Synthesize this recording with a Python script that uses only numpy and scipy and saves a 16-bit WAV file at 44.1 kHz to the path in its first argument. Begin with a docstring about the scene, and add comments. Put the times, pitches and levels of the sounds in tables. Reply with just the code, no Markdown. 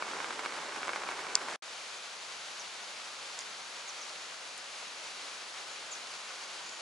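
"""A garden in steady rain, first from under an umbrella: drops tap the taut cloth, one sharp tick close by.
After a short silent break, from a veranda: a quieter, even hiss of countless drops on lawn and leaves,
slightly grainy with faint pings, a few drips ringing on the stone edge,
and a small bird's thin falling chirps and held notes."""
import sys
import numpy as np
from scipy import signal
from scipy.fft import rfft, irfft, next_fast_len
from scipy.io import wavfile

SR = 44100
rng = np.random.default_rng(int(sys.argv[2]) if len(sys.argv) > 2 else 0)


def put_to_file(sound):
    """Save the sound as 16-bit audio at rate SR, in the file named by the first command-line argument."""
    columns = np.atleast_2d(sound).T  # one column per channel
    safe = np.clip(columns, -1, 1)
    whole_steps = np.round(safe * 32767)
    wavfile.write(sys.argv[1], SR, whole_steps.astype(np.int16))


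N = 300319

UMBRELLA_END_S, VERANDA_START_S = 1.561, 1.622
CUTOFF_HZ = 11000


def umbrella(flutter_db=-12.0, count=380, patter_db=-40, size_db=1.5, width_db=7):
    """Heavy drops over a random patter, the smaller the commoner; the canopy shivers briefly after each."""
    # Heaviest drops. Each row: start in seconds, peak in dB, left minus right in dB.
    heavy_drops = [(0.0237, -22, 1), (0.0812, -30.5, -1), (0.1132, -31, 0), (0.1347, -27.5, 3),
                   (0.2028, -23.5, -2.5), (0.2445, -22.8, -1.5), (0.3071, -24, 2.5), (0.3928, -24, -1),
                   (0.4353, -29, -.5), (0.4516, -25.5, 0), (0.4602, -21, -1.5), (0.5226, -27, -1.5),
                   (0.5774, -30.5, .5), (0.7224, -29, -1.5), (0.7613, -27.5, -5), (0.8312, -22, -1),
                   (0.8517, -29.5, 0), (0.8749, -29, 0), (0.8809, -22, -.5), (0.8926, -19.4, -1.5),
                   (0.9336, -21, 3), (0.9602, -21.2, -1.5), (0.9636, -27, 0), (1.0196, -29, .5),
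                   (1.0355, -26, 2.5), (1.0745, -28, -.5), (1.0893, -21.1, 2), (1.1138, -26.5, 0),
                   (1.1211, -25.7, -.5), (1.1917, -28, -2), (1.2486, -30.5, -.5), (1.2684, -30.5, -.5),
                   (1.2995, -31, -1), (1.3606, -30, 0), (1.3754, -29.5, 0), (1.4849, -24.6, 1)]
    when, size, side = rng.random((count, 3)).T
    peak_db = patter_db + size_db * np.minimum(-np.log(size), 2.1)
    patter = np.column_stack([when * UMBRELLA_END_S, peak_db, width_db * (side - .5)])
    taps = cloth_taps(heavy_drops) + cloth_taps(patter)
    return taps + from_db(flutter_db) * scatter(taps, t60_s=0.061, dull_hz=7000)


def cloth_taps(drops, low_hz=430, soft_hz=970, lag_hz=1360, flatten_s=.000034, detune=.045, uneven_db=1.2):
    """Each drop (s, peak dB, pan dB) flattens on a spot of cloth with its own tension and mix of modes."""
    # Wet cloth modes. Each row: frequency in Hz, level in dB, t60 in seconds.
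    cloth_modes = [(510, -2, 0.0054), (839.5, -11, 0.0084), (1074, -3.5, 0.013), (1386, 10, 0.0043),
                   (2200, 3.5, 0.01), (3330, 1, 0.0023)]
    hz, mode_db, t60_s = np.transpose(cloth_modes)
    t = np.arange(SR // 80) / SR
    # thin cloth radiates little bass; a soft drop excites little treble
    colour = np.vstack([signal.butter(2, low_hz, "high", fs=SR, output="sos"),
                        signal.butter(1, soft_hz, fs=SR, output="sos")])
    pole = np.exp(-2 * np.pi * lag_hz / SR)
    out = np.zeros((2, N))
    for (start_s, db, pan_db), spot in zip(drops, rng.standard_normal((len(drops), 3, len(hz)))):
        spot_hz = hz * np.exp(detune * (spot[0] + spot[2, 0]))
        tap = from_db(mode_db + uneven_db * spot[1]) @ ring(t, spot_hz[:, None], t60_s[:, None])
        tap = signal.sosfilt(colour, tap * (1 - np.exp(-t / flatten_s)))
        tap = signal.lfilter([-pole, 1], [1, -pole], tap)  # all-pass: lows trail highs, rounding the tap
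        add(out, start_s, from_db(db) * (tap / np.abs(tap).max() + spatter(t)) * pan(pan_db))
    return out


def spatter(t, level_db=-22, t60_s=0.011, band_hz=(3800, 7000)):
    """Short, bright spray of a bursting drop."""
    band = signal.butter(2, band_hz, "band", fs=SR, output="sos")
    return from_db(level_db - 60 * t / t60_s) * rms_one(signal.sosfilt(band, rng.standard_normal(len(t))))


def drips(spray_db=-13, low_db=-1.8, middle_db=-5.5, echo_db=-27, build_hz=1800):
    """A drip flattens on a hard surface, rings three short high modes over a faint knock, throws spray."""
    # Each row: start in seconds, level in dB, lowest and highest mode in Hz, t60 in seconds,
    # right-ear lag in seconds.
    hits = [(0.8728, -41, 6700, 7800, .005, 0), (1.3535, -11, 4750, 7250, .0046, .00004),
            (3.3899, -30, 5700, 7000, .0028, 0), (3.4056, -35.5, 4900, 6700, .009, 0),
            (3.4104, -39, 4900, 6700, .006, 0), (4.0945, -41, 4450, 5430, 0.0043, 0),
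            (4.5773, -39, 7460, 10200, .006, 0.0015), (6.0712, -38.5, 3400, 5400, .006, 0),
            (6.1378, -40, 3400, 4900, .006, 0), (6.6931, -38, 4700, 6000, 0.0028, 0.0024)]
    # Dull knock under the tick. Each row: frequency in Hz, level in dB, t60 in seconds.
    knock_modes = [(1050, -16, .009), (1520, -13, 0.007), (2680, -16.5, .007), (3340, -19, 0.0079)]
    t = np.arange(SR // 50) / SR
    colour = signal.butter(2, [2600, 10800], "band", fs=SR, output="sos")
    knock = sum(from_db(db) * ring(t, hz, t60_s) for hz, db, t60_s in knock_modes)
    radius = np.exp(-np.pi * build_hz / SR)
    out = np.zeros((2, N))
    for start_s, db, low_hz, high_hz, t60_s, lag_s in hits:
        spray = spatter(t, spray_db, t60_s, band_hz=(8000, CUTOFF_HZ))
        low = from_db(low_db) * ring(t, low_hz, t60_s)
        middle = from_db(middle_db) * ring(t, np.sqrt(low_hz * high_hz), t60_s)
        tick = low - middle + ring(t, high_hz, t60_s) + spray - knock
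        tick = signal.sosfilt(colour, tick * (1 - np.exp(-10 * t / t60_s)))
        # all-pass: the top snaps first, the lowest mode builds up later
        build = [1, -2 * radius * np.cos(2 * np.pi * low_hz / SR), radius * radius]
        tick = signal.lfilter(build[::-1], build, tick)
        tick /= np.sqrt(np.sum(tick ** 2) / (SR / 1000))  # energy of 1 ms at rms 1
        add(out, start_s, from_db(db) * np.array([tick, np.interp(t - lag_s, t, tick)]))
    return out + from_db(echo_db) * scatter(out, t60_s=0.11, dull_hz=5000)


def garden_rain(level_db=-41.0):
    """Rain on the garden around the umbrella."""
    # Each row: frequency in Hz, relative spectral density in dB.
    spectrum = [(30, -32), (70, -25.5), (150, -14.5), (320, -3), (520, 0.6), (680, -2), (800, 2.5),
                (1050, 1), (1400, 0), (1800, -1), (2350, -5), (2900, -5.5), (4700, -8), (7300, -12),
                (9000, -18), (11000, -20.5)]
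    # Each row: frequency in Hz, left-right correlation.
    likeness = [(300, 0.96), (1300, 0.86), (1900, 0.47), (4500, 0.74), (7200, 0.64), (9300, 0.092),
                (10700, 0.51)]
    hiss = shower(spectrum, likeness, splashes_per_s=760, splash_db=-4.5, splash_hz=3000, waver_db=0.86)
    return from_db(level_db) * hiss


def lawn_rain(level_db=-43.5):
    """Rain on lawn and leaves, heard from the veranda; the hiss grows slightly louder for a moment."""
    # Each row: frequency in Hz, relative spectral density in dB.
    spectrum = [(30, -39), (90, -19), (120, -20), (175, -14.5), (300, -10), (540, -1.5), (1450, 2),
                (1720, -1), (2450, 0.5), (3400, -1), (4750, -1), (5150, -3.5), (6750, -5), (8800, -12.5),
                (10500, -14)]
    # Each row: frequency in Hz, left-right correlation.
    likeness = [(300, 0.84), (1400, 0.72), (1800, 0.4), (2900, 0.5), (3800, 0.67), (6800, 0.73),
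                (9000, 0.037), (10300, 0.58)]
    # Centre in seconds, half length in seconds, rise in dB.
    swell = (6.13, 0.058, 0.86)
    centre_s, half_s, rise_db = swell
    t = np.arange(N) / SR
    hiss = shower(spectrum, likeness, splashes_per_s=900, splash_db=-9.0, splash_hz=2570, waver_db=0.56)
    return from_db(level_db + rise_db * np.exp(-((t - centre_s) / half_s) ** 2)) * hiss


def shower(spectrum, likeness, splashes_per_s, splash_db, splash_hz, waver_db, right_lag_s=.00001):
    """Countless far drops merge into a hiss; nearer ones stand out as fine treble splashes. Rms near 1."""
    size = next_fast_len(N)
    hz = np.fft.rfftfreq(size, 1 / SR)
    far = rfft(rng.standard_normal((2, N)), size)
    lands = rng.random((2, N)) < splashes_per_s / SR
    strength = from_db(4 * np.minimum(rng.exponential(1, (2, N)), 4)) * rng.choice([-1, 1], (2, N))
    highpass = (1j * hz / (splash_hz + 1j * hz)) ** 2
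    near = rfft(rms_one(lands * strength), size) * highpass
    mid, side = (far + from_db(splash_db) * near) * from_db(at_hz(spectrum, hz))
    alike = at_hz(likeness, hz)
    stereo = np.sqrt(1 + alike) * mid + np.sqrt(1 - alike) * side * [[1], [-1]]
    stereo[1] *= np.exp(-2j * np.pi * hz * right_lag_s)
    return rms_one(irfft(stereo, size)[:, :N]) * from_db(waver_db * drift(rate_hz=12.0))


def bird(note_hz=6960, echo_db=-10):
    """Falling chirps and thin, husky held notes, blurred by the trees."""
    # Each row: start in seconds, length in seconds, starting pitch in Hz, level in dB.
    chirps = [(2.588, 0.031, 6750, -43.5), (3.875, 0.033, 6850, -42.5), (4.009, 0.026, 6600, -43),
              (5.912, 0.036, 7250, -40)]
    # Each row: start in seconds, length in seconds, level in dB.
    held_notes = [(5.68, 0.078, -53), (6.618, 0.17, -52.5)]
    out = np.zeros((2, N))
    for start_s, length_s, start_hz, db in chirps:
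        add(out, start_s, from_db(db) * whistle(length_s, start_hz, fall_hz=1750, quiver_hz=150))
    for start_s, length_s, db in held_notes:
        note = whistle(length_s, note_hz, fall_hz=0, quiver_hz=170, trill_depth=0.013)
        add(out, start_s, from_db(db) * note)
    return out + from_db(echo_db) * scatter(out, t60_s=0.16, dull_hz=8000)


def whistle(length_s, start_hz, fall_hz, quiver_hz, quivers_per_s=700, trill_hz=135, trill_depth=0.014):
    """One note swells and fades, falling ever faster by fall_hz; a trill and a random quiver shake it."""
    t = np.arange(int(length_s * SR)) / SR
    trill = np.sin(2 * np.pi * trill_hz * t)
    quiver = np.interp(t * quivers_per_s, np.arange(256), rng.standard_normal(256))
    glide_hz = start_hz - fall_hz * (t / length_s) ** 1.443
    hz = glide_hz * (1 + trill_depth * trill) + quiver_hz * quiver
    rasp = 1 + 0.26 * trill
    return np.sqrt(np.sin(np.pi * t / length_s)) * rasp * np.sin(2 * np.pi * np.cumsum(hz) / SR)


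def pings(level_db=-53, size_db=4.5, rise_s=0.00046, t60_s=0.0084, low_hz=1000, high_hz=7500, count=900):
    """Faint, brief random pings that give the hiss a slightly grainy texture."""
    t = np.arange(SR // 25) / SR
    out = np.zeros((2, N))
    for when, pitch, size, side in rng.random((count, 4)):
        db = level_db + size_db * min(-np.log(size), 3)
        ping = ring(t, low_hz + (high_hz - low_hz) * pitch, t60_s) * (1 - np.exp(-t / rise_s))
        add(out, when * N / SR, from_db(db) * ping * pan(10 * (side - .5)))
    return out


def scatter(x, t60_s, dull_hz, gap_s=.002):
    """Diffuse reflections from things nearby, different in each ear; unit gain."""
    t = np.arange(SR // 4) / SR
    tail = rng.standard_normal((2, len(t))) * from_db(-60 * t / t60_s) * (t > gap_s)
    tail = signal.sosfilt(signal.butter(1, dull_hz, fs=SR, output="sos"), tail)
    tail /= np.sqrt(np.sum(tail ** 2, axis=1, keepdims=True))
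    return signal.fftconvolve(x, tail, axes=1)[:, :N]


def ring(t, hz, t60_s):
    """Struck mode, peak 1."""
    return np.cos(2 * np.pi * hz * t) * from_db(-60 * t / t60_s)


def drift(rate_hz):
    """Slow random wander, rms 1."""
    hz = np.fft.rfftfreq(N // 64, 64 / SR)
    slow = irfft(rfft(rng.standard_normal(N // 64)) / (1 + (hz / rate_hz) ** 2))
    return np.interp(np.arange(N) / 64, np.arange(len(slow)), rms_one(slow))


def from_db(db):
    return 10 ** (np.asarray(db) / 20)


def rms_one(x):
    return x / np.sqrt(np.mean(x ** 2) + 1e-20)


def at_hz(points, hz):
    """Interpolate (Hz, value) rows on a log-frequency axis."""
    knots_hz, values = np.transpose(points)
    return np.interp(np.log(hz + 1), np.log(knots_hz), values)


def pan(db):
    """Stereo gains for left minus right in dB."""
    return from_db(np.array([[db], [-db]]) / 2)


def add(out, start_s, sound):
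    i = int(np.clip(start_s * SR, 0, N - 1))
    out[..., i:i + sound.shape[-1]] += sound[..., :N - i]


def scene():
    """Under the umbrella, a short silence, then on the veranda."""
    t = np.arange(N) / SR
    garden, lawn = garden_rain(), lawn_rain()
    under_umbrella = (garden + umbrella()) * pan(-.5)
    on_veranda = (lawn + pings()) * pan(1.14) + bird()
    tail = from_db(-24 - 950 * np.maximum(t - UMBRELLA_END_S, 0))  # faint, dying at 950 dB/s
    fade_out = np.clip((UMBRELLA_END_S - t) / 0.0011, tail, 1)
    fade_in = np.clip((t - VERANDA_START_S) / 0.0016, 0, 1)
    return fade_out * under_umbrella + fade_in * on_veranda + drips()


def record(dry):
    """Steep low-pass."""
    return signal.sosfilt(signal.ellip(12, .1, 70, CUTOFF_HZ, fs=SR, output="sos"), dry)


dry = scene()
out = record(dry)
put_to_file(out)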